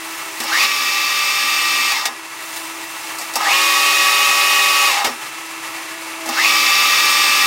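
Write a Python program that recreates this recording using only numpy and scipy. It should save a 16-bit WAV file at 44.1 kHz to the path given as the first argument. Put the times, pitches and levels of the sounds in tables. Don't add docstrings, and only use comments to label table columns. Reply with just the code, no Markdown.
import sys
import numpy as np
from scipy import signal
from scipy.fft import rfft, irfft
from scipy.io import wavfile

SR = 44100
rng = np.random.default_rng(int(sys.argv[2]) if len(sys.argv) > 2 else 0)


def dump_mix(stems):
    frames = np.atleast_2d(stems).T
    limited = np.clip(frames, -1, 1)
    pcm = np.round(limited * 32767).astype(np.int16)
    wavfile.write(sys.argv[1], SR, pcm)


N = 328986
TIME = np.arange(N) / SR

# (start [s], brake [s], direction [+1 forward, -1 reverse],
# rattle level at full speed [dB], groan level while changing speed [dB], braking torque [share of starting])
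SPINDLE_RUNS = [(.415, 1.903, 1, -15.5, -29, 0.38), (3.345, 4.876, -1, -16, -26, 0.38),
                (6.262, 7.6, 1, -15.5, -30.5, .3)]
# (frequency [Hz], width [Hz], lift [dB])
CASING_MODES = [(244.6, 56, 14), (398, 15, 5), (802.7, 28, 12), (839.5, 63, 10), (908, 39, 8),
                (955, 33, 7.5), (1034, 43, 14.5), (1125, 19, 10), (1184, 68, 13), (1263, 87, 14.5),
                (1693, 14, 14), (1897, 62, 16.5), (2146, 110, 11.5), (2292, 71, 7.5), (2640, 120, 9),
                (2663, 63, 6.5), (2762, 60, 5.5), (2867, 59, 13.5), (3015, 62, 6), (3133, 45, 11.5),
                (3230, 52, 9.5), (3470, 53, 10), (3552, 120, 7), (3670, 46, 11), (3852, 94, 12.5),
                (4270, 104, 7.5), (4574, 38, 12), (4880, 71, 7.5), (4860, 75, -2), (5470, 18, 12.5)]
# (frequency [Hz], relative level [dB])
FORWARD_RATTLE_COLOUR = [(30, -29), (60, -20), (125, -14), (190, -22), (300, -10), (500, -6), (1000, -6),
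                         (1500, 2), (2300, 3.5), (3400, -1), (5200, 7.5), (8000, -2), (12000, -7.5),
                         (15500, -6.5)]

SHAFT_HZ = 16.39
SPIN_UP_S, BRAKE_S = .19, .2


def gear_train():
    # (frequency [Hz], level [dB])
    forward_tones = [(425, -49.5), (573, -43.5), (1179.5, -24), (2359, -24), (2509, -34), (2612, -23),
                     (2735, -36), (3087, -35), (3540, -28), (4646, -31), (10042, -39)]
    reverse_tones = [(409, -42), (570, -38), (1136, -22), (1281, -31), (1846, -31.5), (2514, -20.5),
                     (2864, -28.5), (9674, -34)]
    # (frequency [Hz], level [dB])
    forward_sidebands = [(12193, -48), (12672, -36), (13631, -50), (14104, -38), (14809, -44), (15402, -49)]
    reverse_sidebands = [(12791, -42), (13491, -44), (13717, -38), (14174, -38), (14853, -40), (15197, -49),
                         (15310, -43), (15542, -51)]
    # (frequency [Hz], relative level [dB])
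    reverse_rattle_colour = [(30, -23), (80, -21), (155, -18), (195, -26), (300, -17.5), (700, -0.5),
                             (1000, -6), (1500, 1), (2300, 3.5), (3400, 0), (5200, 5), (8000, 0),
                             (12000, -6.5), (15500, -11)]

    speed, strain, rattling, groaning = motion()
    ahead = np.maximum(speed, 0)
    back = np.maximum(-speed, 0)
    modes = CASING_MODES + upper_modes()

    forward = rattling * rattle(ahead, forward_tones[2][0], FORWARD_RATTLE_COLOUR, modes)
    forward += whine(ahead, forward_tones)
    forward += whoop(ahead, strain, mesh_hz=2602, drive_db=-16.5)
    forward += singing(ahead, forward_sidebands)
    forward += settled_tone(ahead)

    reverse = rattling * rattle(back, reverse_tones[2][0], reverse_rattle_colour, modes)
    reverse += whine(back, reverse_tones)
    reverse += whoop(back, strain, mesh_hz=2900, drive_db=-17.0)
    reverse += singing(back, reverse_sidebands)
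    return np.where(speed < 0, reverse, forward) + groan(groaning)


def motion():
    brake_bend = 1.45
    slip, slip_s = .03, .14
    rattle_law = 0.78
    strain_release_s = 0.045
    groan_release_s, running_groan = 0.048, 0.037

    speed, strain, rattling, groaning = np.zeros((4, N))
    for start, brake, direction, rattle_db, groan_db, brake_strain in SPINDLE_RUNS:
        at_speed = start + SPIN_UP_S
        rising = ramp(start, SPIN_UP_S)
        falling = ramp(brake, BRAKE_S)
        pace = rising * (1 - slip * fade(at_speed, slip_s)) * (1 - falling ** brake_bend)
        braking = ramp(brake, BRAKE_S / 10) * fade(brake + BRAKE_S, groan_release_s)
        starting = ramp(start, SPIN_UP_S / 2) * fade(at_speed, groan_release_s)
        speed += np.sign(direction) * pace
        strain += np.sqrt(rising) * fade(at_speed, strain_release_s) + brake_strain * braking
        rattling += from_db(rattle_db) * pace ** rattle_law
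        groaning += from_db(groan_db) * (starting + braking + running_groan * pace)
    return speed, strain, rattling, groaning


def rattle(speed, mesh_hz, colour, modes, pulsing=0.37, throb_db=.5, boom_db=4, boom_hz=1150):
    travel = np.cumsum(speed) / SR
    pulse = 1 + pulsing * np.cos(2 * np.pi * mesh_hz * travel)
    contact = pulse * from_db(throb_db * tooth_errors(SHAFT_HZ * travel))
    sound = body(rng.standard_normal(N) * contact, colour, modes)
    boom_filter = signal.butter(1, boom_hz, fs=SR, output="sos")
    low = high_pass(signal.sosfilt(boom_filter, sound), hz=220)
    slowness = np.clip(1 - speed, 0, 1)
    boosted = sound + (from_db(boom_db * slowness) - 1) * low
    return boosted * from_db(-3 * slowness)


def whine(speed, tones, uneven=0.16, rough=0.12, smear=1.0):
    travel = np.cumsum(speed) / SR
    out = np.zeros(N)
    blur = rough + smear * np.sqrt(np.clip(.99 - speed, 0, 1))
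    for hz, db in tones:
        strength = 1 + uneven * tooth_errors(SHAFT_HZ * travel) + rough * drift(28)
        settled = speed ** (2 + hz / 400)
        tone = np.sin(2 * np.pi * hz * travel + blur * drift(57))
        out += from_db(db) * settled * strength * tone
    return np.sqrt(2) * out


def whoop(speed, strain, mesh_hz, drive_db, direct=0.8):
    spread_hz = 185
    phase = 2 * np.pi * mesh_hz * np.cumsum(speed) / SR
    engaged = np.clip((speed - .48) / .12, 0, 1)
    rough_tone = drift(spread_hz) * np.sin(phase) + drift(spread_hz) * np.cos(phase)
    band = strain * engaged * rough_tone
    through_casing = body(band, [(1500, 0.5), (2600, -2)], CASING_MODES)
    return from_db(drive_db) * (direct * band + 0.17 * through_casing)


def singing(speed, sidebands, waver=.15, starting=0.22):
    switching_hz = 16000
    out = np.zeros(N)
    for hz, db in sidebands:
        pitch_hz = switching_hz + (hz - switching_hz) * speed
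        out += from_db(db) * np.sin(2 * np.pi * np.cumsum(pitch_hz) / SR + waver * drift(25))
    clearness = starting * (speed > 0) + (1 - starting) * speed ** 12
    return np.sqrt(2) * out * clearness


def settled_tone(speed, waver=.3):
    whistle_hz, whistle_db = 8320, -33.5
    after_s, swell_s = 0.65, 0.21
    present = np.zeros(N)
    for start, brake, direction, *_ in SPINDLE_RUNS:
        if direction > 0:
            present += ramp(start + after_s, swell_s) * (1 - ramp(brake, BRAKE_S / 10))
    tone = np.sin(2 * np.pi * whistle_hz * np.cumsum(speed) / SR + waver * drift(30))
    return np.sqrt(2) * from_db(whistle_db) * present * tone


def groan(strength, attack_s=0.006):
    # (start [s], level [dB])
    heavy_slaps = [(3.359, -24), (3.402, -22.5), (3.467, -20), (4.968, -25), (5.007, -25), (5.05, -23),
                   (6.29, -30)]
    # (frequency [Hz], relative level [dB])
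    chatter_colour = [(100, -41), (300, -31), (530, -4.5), (690, 1.5), (800, 0), (1000, -3), (1270, -5),
                      (1600, -1.5), (3000, -37), (15500, -61)]
    decay_s = 0.02
    slaps = sum(from_db(db) * ramp(s, attack_s) * fade(s + attack_s, decay_s) for s, db in heavy_slaps)
    return (strength + slaps) * body(rng.standard_normal(N), chatter_colour, CASING_MODES)


def tooth_errors(turns, count=10):
    angle = np.linspace(0, 1, 257)
    pattern = np.zeros(len(angle))
    for k in range(1, count + 1):
        pattern += rng.standard_normal() * np.cos(2 * np.pi * (k * angle + rng.random()))
    return np.interp(turns % 1, angle, rms_one(pattern))


def upper_modes(count=240, width_hz=36):
    centres = np.linspace(5000, 15800, count) + rng.uniform(-25, 25, count)
    return [(hz, width_hz, rng.uniform(-4, 4)) for hz in centres]


def knocks(thud_t60=0.2):
    # (start [s], snap level [dB], casing ring level [dB], thud level [dB],
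    # time for snap and ring to fall by 60 dB [s])
    knock_list = [(.402, -20, -20, -31, 0.1), (.437, -25, -41, -34, .08), (1.92, -12, -39, -40, 0.033),
                  (2.055, -13, -8, -53, 0.079), (2.072, -30, -33.5, -34, 0.071),
                  (3.185, -23.5, -38, -56.5, 0.24), (3.214, -36, -29, -41, 0.15),
                  (3.337, -22, -42, -47, 0.075), (3.356, -12.5, -17.5, -34.5, 0.092),
                  (5.045, -22, -12.5, -30, 0.17), (5.068, -28, -39, -27.5, 0.078),
                  (6.259, -25, -31, -35, 0.13), (6.289, -20, -33, -32, 0.083)]
    # (frequency [Hz], relative level [dB])
    snap_colour = [(100, -55), (700, 12), (2500, -29.5), (4800, 6.5), (8000, 5.5), (15500, -3)]
    thud_colour = [(40, -19), (195, -20), (245, -10.0), (330, -8.5), (550, -2), (800, -28), (3000, -66)]

    snap, clang, thud = np.zeros((3, N))
    for s, snap_db, ring_db, thud_db, t60 in knock_list:
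        start = int(s * SR)
        age = TIME[:min(SR // 2, N - start)]
        span = slice(start, start + len(age))
        snap[span] += from_db(snap_db - 60 * age / t60)
        clang[span] += from_db(ring_db - 60 * age / t60)
        thud[span] += from_db(thud_db - 60 * age / thud_t60)
    bounces = rng.standard_normal((3, N))
    bed = body(thud * bounces[2], thud_colour, CASING_MODES)
    bright = body(snap * bounces[0], snap_colour, CASING_MODES)
    bright += body(clang * bounces[1], FORWARD_RATTLE_COLOUR, CASING_MODES)
    return high_pass(bed, hz=90) + high_pass(bright, hz=300)


def swarf(per_s=2000, low_hz=3600, width_hz=200, count=20):
    # (middle [s], half length [s], level of the ringing [dB])
    rustles = [(.15, .2, -38.5), (.42, .08, -38), (2.48, 0.11, -40), (2.573, 0.01, -34), (2.63, .09, -45),
               (3.12, 0.52, -40)]
    high_hz, clump_db = 9500, 3
    ticks = (rng.random(N) < per_s / SR) * rng.choice([-1, 1], N)
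    strand = rng.integers(0, count, N)
    rings = np.zeros(N)
    for k, hz in enumerate(np.geomspace(low_hz, high_hz, count)):
        struck = ticks * (strand == k) * from_db(clump_db * drift(9))
        rings += ring(struck, hz, width_hz)
    scrape = from_db(3) * high_pass(rms_one(ticks), hz=7000)
    strength = sum(from_db(db) * swell(s, half) for s, half, db in rustles)
    return strength * (rms_one(rings) + scrape)


def fan(rush_db=-29.5, flutter_db=1.1, hum_waver_db=2.5, waver_db=0.5, wander=0.46):
    # (frequency [Hz], relative level [dB])
    rush_colour = [(25, -46), (50, -43), (120, -12), (200, -19), (400, -14.5), (700, -6.5), (1000, 2.5),
                   (1500, -6.5), (2300, -1), (3500, -6.5), (7000, -9.5), (11000, -13), (15500, -19.5)]
    # (frequency [Hz], width [Hz], lift [dB])
    housing_modes = [(320, 55, 13), (393, 16, 13.5), (526, 37, 5), (793, 19, 4.5), (866, 27, 5.5),
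                     (1184, 65, 5), (1307, 27, 12), (1454, 37, 7.5), (1712, 145, 6.5), (1940, 37, 9.5),
                     (2180, 260, 4)]
    # (frequency [Hz], middle level [dB])
    motor_tones = [(985.2, -51), (2492, -51), (2676, -41.5), (2950, -57), (6110, -50.5), (7628, -51),
                   (9162, -48)]
    # (multiple of its pitch, middle level [dB], beat depth [dB], crest [s])
    hum_partials = [(1, -44.5, 1.7, .1), (2, -52.5, 6, .1)]
    # (middle [s], half length [s], lift [dB])
    hum_swells = [(.26, 0.096, 0), (6.27, 0.092, 5.5)]
    hum_hz, beat_s = 327.3, 3.11

    rush = from_db(rush_db + flutter_db * drift(16)) * body(rng.standard_normal(N), rush_colour, housing_modes)
    hum_phase = 2 * np.pi * hum_hz * TIME + wander * drift(8.6)
    hum = np.zeros(N)
    for multiple, db, beat_db, crest in hum_partials:
        beat = beat_db * np.cos(2 * np.pi * (TIME - crest) / beat_s)
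        hum += from_db(db + beat + hum_waver_db * drift(2.5)) * np.sin(round(multiple) * hum_phase)
    hum *= from_db(sum(db * swell(s, half) for s, half, db in hum_swells))
    tones = np.zeros(N)
    for hz, db in motor_tones:
        tones += from_db(db + waver_db * drift(13.0)) * np.sin(2 * np.pi * hz * TIME + wander * drift(3))
    return rush + np.sqrt(2) * (hum + tones)


def workshop(x, t60=0.08):
    # (frequency [Hz], relative level [dB])
    reflection_colour = [(80, -37), (190, -5), (300, 6.5), (550, -2), (1100, 12), (2300, 13.5), (5000, 8.5),
                         (9000, -14), (14000, 9.5)]
    side_db, lean_db = -24.5, -30
    age = TIME[:SR // 4]
    dying_away = rms_one(from_db(-60 * age / t60)) / np.sqrt(len(age))
    echoes = rng.standard_normal(len(age)) * dying_away
    middle_band = signal.butter(1, [130, 4000], "band", fs=SR, output="sos")
    lean = signal.sosfilt(middle_band, high_pass(x, hz=110))
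    reflected = body(signal.oaconvolve(x, echoes)[:N], reflection_colour, [])
    side = from_db(side_db) * reflected + from_db(lean_db) * lean
    return np.array([x + side, x - side])


def dip_db():
    at_s, attack_s, hold_s, release_s = 0.65, 0.022, 1.56, 0.29
    first_depth_db, creep_db_per_s = 4.5, 1
    depth = first_depth_db - creep_db_per_s * (TIME - at_s)
    return -depth * ramp(at_s, attack_s) * (1 - ramp(at_s + hold_s, release_s))


def from_db(db):
    return 10 ** (np.asarray(db) / 20)


def rms_one(x):
    return x / np.sqrt(np.mean(np.abs(x) ** 2) + 1e-20)


def ramp(start, length):
    return np.clip((TIME - start) / length, 0, 1)


def fade(start, decay_s):
    return np.exp(-np.maximum(TIME - start, 0) / decay_s)


def swell(middle, half):
    return np.exp(-((TIME - middle) / half) ** 2)


def drift(rate):
    r = np.exp(-40 * np.pi * rate / SR)
    noise = rng.standard_normal(N // 20 + 2002)
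    slow = signal.lfilter([1], [1, -2 * r, r * r], noise)[2000:]
    return np.interp(np.arange(N) / 20, np.arange(len(slow)), rms_one(slow))


def high_pass(x, hz):
    return signal.sosfilt(signal.butter(2, hz, "high", fs=SR, output="sos"), x)


def ring(x, hz, width):
    r = np.exp(-np.pi * width / SR)
    return signal.lfilter([1, 0, -1], [1, -2 * r * np.cos(2 * np.pi * hz / SR), r * r], x + 1e-18)


def resonance_db(modes, hz):
    return sum(db / (1 + (2 * (hz - centre) / width) ** 2) for centre, width, db in modes)


def body(x, spectrum, modes):
    size = 8192
    hz = np.maximum(np.arange(size // 2 + 1) * SR / size, 1)
    knots, level_db = np.transpose(spectrum)
    colour_db = np.interp(np.log(hz), np.log(knots), level_db)
    gain = rms_one(from_db(colour_db + resonance_db(modes, hz)))
    cepstrum = irfft(np.log(gain))
    cepstrum[1:size // 2] *= 2
    cepstrum[size // 2 + 1:] = 0
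    response = irfft(np.exp(rfft(cepstrum)))[:size // 2]
    return signal.oaconvolve(x, response)[:N]


def scene():
    return workshop(gear_train() + knocks() + swarf() + fan())


def record(dry):
    cutoff_hz = 15800
    x = dry * from_db(dip_db())
    rounded = x / (1 + (x / .8) ** 6) ** (1 / 6)
    return signal.sosfilt(signal.ellip(12, .1, 90, cutoff_hz, fs=SR, output="sos"), rounded)


dry = scene()
out = record(dry)
dump_mix(out)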